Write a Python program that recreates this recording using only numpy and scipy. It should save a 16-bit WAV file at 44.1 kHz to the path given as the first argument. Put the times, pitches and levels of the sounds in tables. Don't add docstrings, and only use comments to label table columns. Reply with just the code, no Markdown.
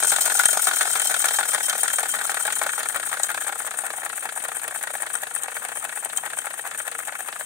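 import sys
import numpy as np
from scipy import signal
from scipy.fft import rfft, irfft, next_fast_len
from scipy.io import wavfile

SR = 44100
rng = np.random.default_rng(int(sys.argv[2]) if len(sys.argv) > 2 else 0)


def decibels_to_gain(level_db):
    exponent = np.asarray(level_db, float) / 20
    return 10 ** exponent


def file_out(sig):
    cols = np.atleast_2d(sig).T
    lim = np.clip(cols, -1, 1)
    pcm = np.round(lim * 32767).astype(np.int16)
    wavfile.write(sys.argv[1], SR, pcm)


N = 328545

# t/s, turns completed
WHEEL = [(0.023, 0), (0.5705, 4), (0.8512, 6), (1.4291, 10), (1.8764, 13), (2.1848, 15), (2.4996, 17),
         (2.8276, 19), (3.1659, 21), (3.5207, 23), (3.7059, 24), (4.0914, 26), (4.2896, 27), (5.0616, 31),
         (5.6848, 34), (5.8848, 35), (6.71, 39), (7.3218, 42)]
# t/s, hiss level/dB, running rattle level/dB
SUPPLY = [
    (0.0, -26.5, -35.5),
    (1.22, -28.5, -35),
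    (3.71, -35.5, -39),
    (6.62, -36.5, -41),
    (7.45, -37.5, -41.5),
]

PORTS = [
    (0.008, 0.02),
    (0.155, 0.035),
    (0.345, 0.07),
    (0.51, 0.04),
    (0.705, 0.03),
    (0.78, 0.045),
]
# pipe level/dB at top speed, pipe level/dB at low speed, free jet level/dB
PUFFS = [
    (5, 4, 15),
    (7.5, 8.1, 16.5),
    (9, 11.4, 18),
    (11, 10.3, 6),
    (11.5, 7.4, 9),
    (4, 10, 14.5),
]
PIPE_HZ = [3140, 3820, 4200, 5420, 5900, 6440, 6915, 7282, 7690, 8230, 8397]
PIPE_HZ_TOP = [8690, 9090, 9395, 9665, 10780, 12200, 13620, 14085, 14900, 15250]
# width/Hz, left level/dB, right level/dB, extra level/dB at top speed
PIPES = [(51, -11, -9.5, 9.5), (74, -31, -16, 9.5), (85.5, -29.5, -27.5, 19), (207, -41, -34.5, 22.5),
         (84.5, -19, -18, 10.5), (49.7, -30, -11.5, 10), (141, -9, -16.5, 7.5), (50, -35, -25, 16),
         (201, -5.5, -36, 6.5), (126, 3, -19, 0), (67.5, 1.5, -13, 5.5), (137, -3, -7, 4),
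         (175, -2.5, -32, 5), (98, 0.5, -21, 1.5), (86, -2, -23, 3.5), (200, -9, -27, -10),
         (250, -15, -35, 3), (400, -15, -30, 7), (100, -23, -21, -4), (250, -33, -16, 7.5),
         (150, -30, -27, 0)]
CHEST_HZ = [2600, 4480, 4710, 5020, 5200, 5750, 6085, 6560]
# width/Hz, left level/dB, right level/dB, extra level/dB at top speed
CHESTS = [(70, -43, -30.5, 11), (70, -28, -38, 14), (70, -34, -42, 18), (70, -34, -29, 19),
          (60, -49, -39, 12), (60, -25, -28, 17), (70, -22, -31, 14), (60, -24, -18, 12)]
# f/Hz, left level/dB, right level/dB
JET = [(2780, -19, -19.5), (3630, -22, -22.5), (5000, -51, -31.5), (6520, -17, -17.5), (8600, -9.5, -18.5),
       (9650, -8.5, -36), (9900, -13, -15), (13000, -20.5, -24.5), (16300, -20, -24)]
# f/Hz, width/Hz
NOTCHES = [(2900, 260), (5640, 90), (6210, 110)]

TICKS_AT = [(0.004, 0.008), (0.16, 0.175), (0.345, 0.338), (0.378, 0.382), (0.43, 0.432), (0.525, 0.512),
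            (0.697, 0.69), (0.795, 0.778), (0.835, 0.82)]
# level/dB over the hiss at top speed, at low speed, scatter/dB, extra free jet level/dB
TICKS = [(5, 11.7, 9, 5.5), (-12, 4, -1, 3), (7, 11, -1, -3.5), (2, 7, -17, -9), (0, 17, 11, -16),
         (-7, 9, 1, -26), (12, 3, 6, 6), (6, 47, -5, -0.5), (6, 10.3, 0.5, 16.5)]
# t/s, peak level/dB
SNAPS = [(0.0333, -2.5), (0.0702, -6), (0.0962, -19), (0.1176, -6), (0.2099, -6.5), (0.234, -23),
         (0.3415, -10), (0.3696, -13), (0.4548, 0), (0.4843, -10), (0.5, -19), (0.5935, -19), (0.614, -14),
         (0.6424, -10), (0.7098, -19), (0.7577, -15), (0.849, -22), (0.8999, -24), (0.9961, -7),
         (1.0173, -3), (1.044, -9), (1.071, -11), (1.1937, -17), (1.2558, 2), (1.284, -4.5), (1.3061, -15),
         (1.3354, -22), (1.483, -13), (1.5325, -12), (1.5467, -1.5), (1.63, -14), (1.696, -4),
         (1.7809, -16), (1.807, -5), (1.932, 0), (1.995, -4), (2.0298, -11), (2.3437, -11), (2.5236, -4),
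         (2.5536, -10.5), (2.6647, -11), (2.8865, -8), (2.9607, -3.5), (2.9966, -23), (3.1286, -7),
         (3.1956, -14), (3.285, -13), (3.3014, -6), (3.3443, -14), (3.481, -6)]
SNAPS_SLOW = [(3.6652, -11), (3.853, -10), (3.903, -17), (4.0314, -29), (4.049, -11), (4.1561, -19),
              (4.1925, -18), (4.243, -16), (4.3606, -17), (4.4389, -8), (4.4833, -18), (4.5543, -22),
              (4.6263, -18), (4.633, -12), (4.6788, -9), (4.827, -6.5), (4.9353, -25), (5.0207, -11),
              (5.064, -16.5), (5.1408, -17), (5.2187, -11), (5.3504, -9), (5.422, -14), (5.4344, -5),
              (5.543, -14), (5.6267, -30), (5.6407, -19), (5.6851, -17), (5.8422, -10), (5.9635, -28),
              (6.0478, -7), (6.0935, -21), (6.163, -17), (6.2523, -8), (6.4565, -7), (6.503, -17),
              (6.6539, -32), (6.666, -14), (6.71, -17), (6.7758, -13), (6.8677, -9.5), (6.9148, -15),
              (6.983, -13), (7.051, -16), (7.0736, -11), (7.1193, -25), (7.1817, -24), (7.275, -14),
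              (7.3219, -20), (7.3995, -11.5)]

KNOCKS_AT = [(0.008, 0.016), (0.158, 0.176), (0.37, 0.362), (0.405, 0.428), (0.58, 0.58), (0.7, 0.705),
             (0.775, 0.77), (0.85, 0.824)]
# level/dB over the rattle at top speed, at low speed, scatter/dB, extra crack level/dB
KNOCKS = [(19.2, 15, -1, 8.5), (17, 15, -1, 3), (9.5, 12, 1.5, -12), (7, 18.4, 0.5, 2.5),
          (3.5, 1.4, -5, 12.5), (20, 5, 5.5, 4), (11, 5.5, 4, 0), (13.5, 17.2, 2, 5.5)]
# t/s, peak level/dB, low frame mode level/dB against the peak
CATCHES = [(0.026, -14, -3), (0.045, -14, -10), (0.105, -22, -16), (0.121, -9, -14), (0.162, -11.5, -15),
           (0.184, -14.5, -8), (0.243, -28, -5), (0.259, -11.5, -13), (0.299, -13, -9), (0.319, -16.5, -8),
           (0.351, -17, -9), (0.381, -23, -10), (0.396, -7, -18), (0.435, -11.5, -22), (0.455, -11.5, -20),
           (0.488, -16.5, -12), (0.514, -27, -7), (0.531, -15, -8), (0.572, -14, -6), (0.628, -19.5, -16),
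           (0.654, -27.5, -6), (0.671, -10, -11.5), (0.712, -11.5, -19), (0.733, -15, -12),
           (0.795, -25, -16), (0.809, -7, -19), (0.852, -15, -10), (0.875, -17.5, -16), (0.905, -21.5, -11),
           (0.955, -10, -14.5), (0.999, -15.5, -13), (1.018, -18, -14), (1.054, -21.5, -13),
           (1.096, -16.5, -13), (1.108, -11.5, -20), (1.142, -13, -19), (1.243, -9, -20), (1.285, -13, -16),
           (1.308, -13.5, -14), (1.387, -10.5, -15), (1.43, -13.5, -20), (1.519, -24, -20),
           (1.534, -16, -12), (1.546, -10, -20.5), (1.58, -17.5, -6), (1.604, -21.5, -4),
           (1.683, -17.5, -12), (1.73, -16, -14), (1.752, -19, -5.5), (1.832, -15.5, -14),
           (1.879, -13.5, -22), (1.902, -19, -21), (1.984, -11.5, -11), (2.032, -15, -10.5),
           (2.056, -16, -15), (2.088, -24.5, -11), (2.139, -16, -11), (2.162, -18.5, -14),
           (2.187, -19, -13), (2.212, -14, -19.5)]
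CATCHES_MID = [(2.294, -13.5, -12), (2.344, -16, -13), (2.37, -14.5, -15), (2.437, -31, -8),
               (2.453, -17, -11), (2.478, -14.5, -10), (2.503, -16, -21), (2.527, -16, -19),
               (2.592, -24, -15), (2.615, -12, -9), (2.638, -15.5, -23), (2.664, -15, -10),
               (2.692, -13, -26), (2.732, -17.5, -15), (2.779, -15, -12.5), (2.804, -15.5, -17),
               (2.831, -14, -23), (2.857, -18, -14), (2.945, -19, -12), (2.958, -13, -14),
               (2.998, -19, -11), (3.029, -16, -23), (3.07, -20, -20), (3.114, -21, -10), (3.128, -12, -27),
               (3.17, -19, -13), (3.198, -16.5, -10), (3.291, -18, -15), (3.302, -15, -23),
               (3.345, -19, -9), (3.376, -17.5, -17), (3.419, -17.5, -19), (3.468, -19.5, -7.5),
               (3.492, -19.5, -5), (3.525, -19.5, -10.5), (3.556, -22, -10), (3.589, -28, -16),
               (3.601, -18.5, -17), (3.646, -26.5, -5), (3.712, -19.5, -16), (3.741, -22, -14),
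               (3.774, -28, -13), (3.837, -30, 3), (3.903, -20, -10.5), (3.936, -25, -5.5),
               (3.969, -31, -7), (3.983, -24.5, -5), (4.032, -22, -6), (4.062, -20, -10), (4.098, -20, -18),
               (4.129, -20.5, -14), (4.162, -32, -10), (4.178, -22, -12.5), (4.224, -26.5, -8),
               (4.255, -20.5, -2.5), (4.29, -18.5, -16), (4.323, -25, -9), (4.362, -28.5, -9),
               (4.375, -22.5, -8), (4.486, -21, -8.5)]
CATCHES_SLOW = [(4.517, -21, -13), (4.55, -28.5, -13), (4.566, -23, -7), (4.616, -36, -6),
                (4.644, -26, -3.5), (4.679, -20, -8), (4.71, -22.5, -14), (4.748, -21, -21),
                (4.872, -18.5, -14), (4.903, -22, -11), (4.938, -26, -7), (4.952, -19, -14),
                (5.002, -29.5, -4), (5.031, -21, -5), (5.067, -19, -13), (5.101, -23, -8.5),
                (5.14, -22, -18), (5.232, -19, -10), (5.269, -23.5, -11), (5.31, -25, -9),
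                (5.348, -29, -13), (5.362, -21, -12), (5.415, -35, -7), (5.442, -22.5, -12),
                (5.482, -20.5, -10), (5.517, -23, -13), (5.552, -28, -10), (5.567, -17, -17),
                (5.619, -27.5, -11), (5.688, -22, -9), (5.718, -25.5, -5), (5.771, -23.5, -9),
                (5.839, -30, -6), (5.892, -21, -22), (5.925, -23, -15), (5.961, -25, -23), (6.025, -31, -3),
                (6.057, -24, -3), (6.098, -21.5, -19), (6.13, -24, -17), (6.166, -31, -10),
                (6.235, -29.5, -6), (6.302, -22.5, -26), (6.333, -22.5, -15), (6.372, -27, -11),
                (6.468, -19, -10), (6.506, -22, -16), (6.577, -30, -14), (6.592, -18.5, -14),
                (6.713, -23, -21), (6.747, -22.5, -21), (6.784, -31, -13), (6.8, -19.5, -20),
                (6.867, -27, -9), (6.877, -20.5, -13), (6.918, -21, -15), (6.95, -21.5, -14),
                (7.071, -30.5, -8), (7.123, -24, -10.5), (7.153, -23, -25), (7.19, -27, -14),
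                (7.286, -21, -9), (7.326, -20, -18), (7.361, -22, -18), (7.395, -33.5, -8),
                (7.409, -21.5, -12)]
# share of turn, rattle level/dB
LOAD = [(0, -2), (0.02, -8.5), (0.17, -1.5), (0.29, -5.5), (0.37, -3), (0.63, -7), (0.71, 1.5), (0.85, 3),
        (0.97, -5)]
# f/Hz, width/Hz, left level/dB, right level/dB, extra level/dB at top speed
FRAME = [(462.4, 34, -16.5, -20, -1.5), (601.4, 102, -14.5, -14, -1.5), (791.5, 124, -7, -12, -1),
         (1060, 340, -12.5, -26, -4.5), (1268, 232, -7, -12.5, -0.5), (1426, 127, -3, -10, 3),
         (1640, 170, -5, -8, -1.5), (1883, 107, -3, -12.5, -2.5), (2220, 198, -11, -20.5, -1.5),
         (2610, 31, -7.5, -11.5, -11), (3530, 79, -16.5, -45, 7), (344, 15, -25.5, -23, 0),
         (1504, 65, -13, -19.5, 8)]

# f/Hz, level/dB per Hz
HUM = [(15, -56), (25, -24), (43, -20), (108, -4.5), (343, -0.5), (394, -17), (452, 5), (500, 3.5),
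       (650, -37), (1100, -120)]

FAST_S, SLOW_S = 0.14, 0.2


def turn_starts():
    s, turns = np.transpose(WHEEL)
    s = np.interp(np.arange(turns[-1] + 1), turns, s)
    s = np.r_[2 * s[0] - s[1], s, 2 * s[-1] - s[-2]]
    return s, np.clip((SLOW_S - np.diff(s)) / (SLOW_S - FAST_S), 0, 1)


def crank():
    s, speed = turn_starts()
    t = np.arange(N) / SR
    return np.interp(t, s, np.arange(len(s))) % 1, np.interp(t, s[1:], speed)


def exhaust(touches, spits, hiss_db, jet_db, swell_db, speed):
    jet_grain_db = 2.0
    gusts = drift(93)
    ticks = bursts(touches, 0.62, rise_s=0.0002, fall_s=0.00026)
    hiss = decibels_to_gain(hiss_db + 16.5 + 0.87 * gusts)
    air = port_noise(0.66, 6, grain_db=3.3) * (hiss + decibels_to_gain(16.5) * ticks)

    flow = decibels_to_gain(jet_db + 16.0 + 1.47 * speed + 1.4 * gusts)
    flow = flow + decibels_to_gain(6.0) * bursts(spits, 0.89, rise_s=0.0006, fall_s=0.0013)
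    free = port_noise(0.066, 6, jet_grain_db) * flow
    cavity = port_noise(0.26, 5, jet_grain_db) * flow

    hz, left_db, right_db = np.transpose(JET)
    low_cut = signal.butter(2, 2200, "high", fs=SR, output="sos")
    jet = signal.sosfilt(low_cut, [shaped(free[0], hz, left_db), shaped(free[1], hz, right_db)])

    def blown(hz):
        return (air if hz < 10200 else cavity) * waver(hz)

    pipes = np.c_[np.r_[PIPE_HZ, PIPE_HZ_TOP, CHEST_HZ], PIPES + CHESTS]
    out = body(pipes, speed, blown, order=2) + jet
    top = signal.sosfiltfilt(signal.butter(4, 10500, "high", fs=SR, output="sos"), out)
    return out + top * (decibels_to_gain(0.8 * swell_db - 0.8) - 1)


def ports(share, speed):
    opens, lasts, fast_db, slow_db, jet_db = np.c_[PORTS, PUFFS].T[..., None]
    since = (share - opens + 0.5) % 1 - 0.5

    def gap(fall):
        opening = 1 + since / 0.04
        closing = 1 + (lasts - since) / fall
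        return np.clip(np.minimum(opening, closing), 0, 1)

    puff_db = slow_db + speed * (fast_db - slow_db)
    pipe_db = -7.5 + (gap(0.1) * puff_db).max(axis=0)
    depth = 0.37 + speed * (0.22 - 0.37)
    return pipe_db, depth * (-9.5 + (gap(0.097) * jet_db).max(axis=0))


def waver(hz):
    knots = np.arange(0, N + SR, 0.04 * SR)
    db = np.interp(np.arange(N), knots, rng.standard_normal(len(knots)))
    return decibels_to_gain((1.5 if hz > 6600 else 2) * db - 0.8)


def motion(knocks, thuds, cracks, rattle_db, speed):
    rise_s, scatter_db = 0.0004, 2.8
    near = port_noise(0.93, 2, grain_db=1.5)
    apart = port_noise(0.9, 6, grain_db=1.5)
    running = decibels_to_gain(rattle_db + 18.5 + 5.7 * drift(90))
    tail = decibels_to_gain(6.5) * bursts(knocks, 0.33, rise_s, fall_s=0.0054)

    def struck(hz):
        hits = thuds if hz < LOW_MODES_HZ else knocks
        chatter = running + tail + decibels_to_gain(12) * bursts(hits, scatter_db, rise_s, fall_s=0.0056)
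        push = bursts(hits, scatter_db, rise_s=0.00004, fall_s=0.000096)
        return (near if hz < 1200 else apart) * chatter + decibels_to_gain(25.5 - speed) * push

    frame = body(FRAME, speed, struck, order=1)
    frame = signal.sosfilt(signal.butter(2, 3800, fs=SR, output="sos"), frame)
    crack = port_noise(0.13, 7, grain_db=2.0) * decibels_to_gain(-11.5) * bursts(cracks, 0.75, rise_s=0.0006, fall_s=0.0092)
    crack_band = signal.butter(2, [2300, 4300], "band", fs=SR, output="sos")
    return frame + signal.sosfilt(crack_band, crack)


LOW_MODES_HZ = 1100


def looped(angles, strengths, level_db, strays):
    s, speed = turn_starts()
    share_fast, share_slow = np.transpose(angles)
    fast_db, slow_db, scatter_db, bright_db = np.transpose(strengths)
    speed = speed[:, None]
    luck = rng.uniform(-np.sqrt(3), np.sqrt(3), (len(speed), len(angles), 2))

    share = share_slow + speed * (share_fast - share_slow)
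    at = s[:-1, None] + np.diff(s)[:, None] * share + 0.001 * luck[..., 0]
    db = slow_db + speed * (fast_db - slow_db) + scatter_db * luck[..., 1]
    db = db + np.interp(at * SR, np.arange(N), level_db)
    heard = (at > 0) & (at < N / SR)
    at, db, bright_db = at[heard], db[heard], (bright_db + 0 * db)[heard]

    same_s = 0.007
    apart = np.abs(at[:, None] - strays[:, 0])
    db = np.where(apart.min(axis=1) < same_s, -120, db)
    stray_bright_db = np.where(apart.min(axis=0) < same_s, bright_db[apart.argmin(axis=0)], 0)
    at, db = np.r_[at, strays[:, 0]], np.r_[db, strays[:, 1]]
    return np.c_[at, db], np.c_[at, db + np.r_[bright_db, stray_bright_db]]


def bursts(events, spread_db, rise_s, fall_s):
    s, db = np.transpose(events)
    marks = np.full(N, 1e-18)
    marks[(s * SR).astype(int).clip(0, N - 1)] = decibels_to_gain(db + spread_db * rng.standard_normal(len(s)))
    up, down = np.exp(-1 / (rise_s * SR)), np.exp(-1 / (fall_s * SR))
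    return signal.lfilter([1 - up], np.convolve([1, -up], [1, -down]), marks)


def body(modes, speed, excite, order):
    out = np.zeros((2, N))
    for k, (hz, width_hz, left_db, right_db, fast_db) in enumerate(modes):
        ring = excite(hz)
        for _ in range(order):
            ring = resonate(ring, hz, width_hz * order ** 0.6)
        out += (-1) ** k * decibels_to_gain([[left_db], [right_db]]) * decibels_to_gain(fast_db * speed) * ring
    return out


def resonate(x, hz, width_hz):
    r = np.exp(-np.pi * width_hz / SR)
    poles = [1, -2 * r * np.cos(2 * np.pi * hz / SR), r * r]
    return signal.lfilter([(1 - r * r) / 2, 0, (r * r - 1) / 2], poles, x)


def cancelled(x, speed):
    for hz, width_hz in NOTCHES:
        x = x - 0.6 * np.sqrt(speed) * resonate(x, hz, width_hz)
    return x


def port_noise(alike, lag, grain_db):
    shared, own = rng.standard_normal((2, N)) * decibels_to_gain(grain_db * np.clip(drift(620), -3, 3))
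    return np.array([np.roll(shared, lag), alike * shared + np.sqrt(1 - alike ** 2) * own])


def drift(rate_hz):
    r = np.exp(-2 * np.pi * rate_hz / SR)
    wander = signal.lfilter([1], [1, -2 * r, r * r], rng.standard_normal(N + 4000))
    return rms_one(wander[4000:])


def rms_one(x):
    return x / np.sqrt(np.mean(x ** 2) + 1e-20)


def shaped(x, hz, db):
    grid = np.log(np.fft.rfftfreq(N, 1 / SR) + 1)
    return irfft(rfft(x) * decibels_to_gain(np.interp(grid, np.log(hz), db)), N)


def shop(x):
    t60_s, wall_cut_hz = 0.21, 27000
    size = next_fast_len(N + SR)
    hz = np.fft.rfftfreq(size, 1 / SR)
    lags = rng.uniform(0.009, 0.035, (2, 6, 1))
    loops = decibels_to_gain(-60 * lags / t60_s) * np.exp(-2j * np.pi * hz * lags) / (1 + 1j * hz / wall_cut_hz)
    echoes = (loops / (1 - loops)).sum(axis=1)
    return irfft(rfft(x.mean(axis=0), size) * echoes, size)[:, :N]


def hum(speed):
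    murmur = rms_one(shaped(port_noise(0.9, 0, grain_db=1.5), *np.transpose(HUM)))
    return decibels_to_gain(-59.5 + 4.5 * speed + 0.99 * drift(8.0)) * murmur


def scene():
    share, speed = crank()
    s, air_db, rattle_db = np.transpose(SUPPLY)
    t = np.arange(N) / SR
    air_db, rattle_db = np.interp(t, s, air_db), np.interp(t, s, rattle_db)

    snaps = np.r_[SNAPS, SNAPS_SLOW] + [-0.00032, -2]
    touches, spits = looped(TICKS_AT, TICKS, air_db, snaps)
    pipe_db, jet_db = ports(share, speed)
    swell_db = jet_db - jet_db.mean() + 5 * np.cos(2 * np.pi * (share - 0.56))
    engine = exhaust(touches, spits, air_db + pipe_db, air_db + jet_db, swell_db, speed)

    catches = np.r_[CATCHES, CATCHES_MID, CATCHES_SLOW]
    knocks, cracks = looped(KNOCKS_AT, KNOCKS, rattle_db, catches[:, :2] + [-0.0006, -1.5])
    thuds = knocks.copy()
    thuds[-len(catches):, 1] += 0.8 * (catches[:, 2] + 13)
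    load_db = np.interp(share, *np.transpose(LOAD), period=1)
    engine = engine + motion(knocks, thuds, cracks, rattle_db + load_db, speed)

    engine = cancelled(engine, speed)
    return engine + decibels_to_gain(-21.0) * shop(engine) + hum(speed)


def roll_off(x):
    return signal.sosfilt(signal.butter(12, 16590, fs=SR, output="sos"), x)


def record(dry):
    top_cut = signal.ellip(12, 0.5, 70, 15780, fs=SR, output="sos")
    mix = signal.sosfilt(top_cut, np.tanh(dry))
    return roll_off(mix)


dry = scene()
out = record(dry)
file_out(out)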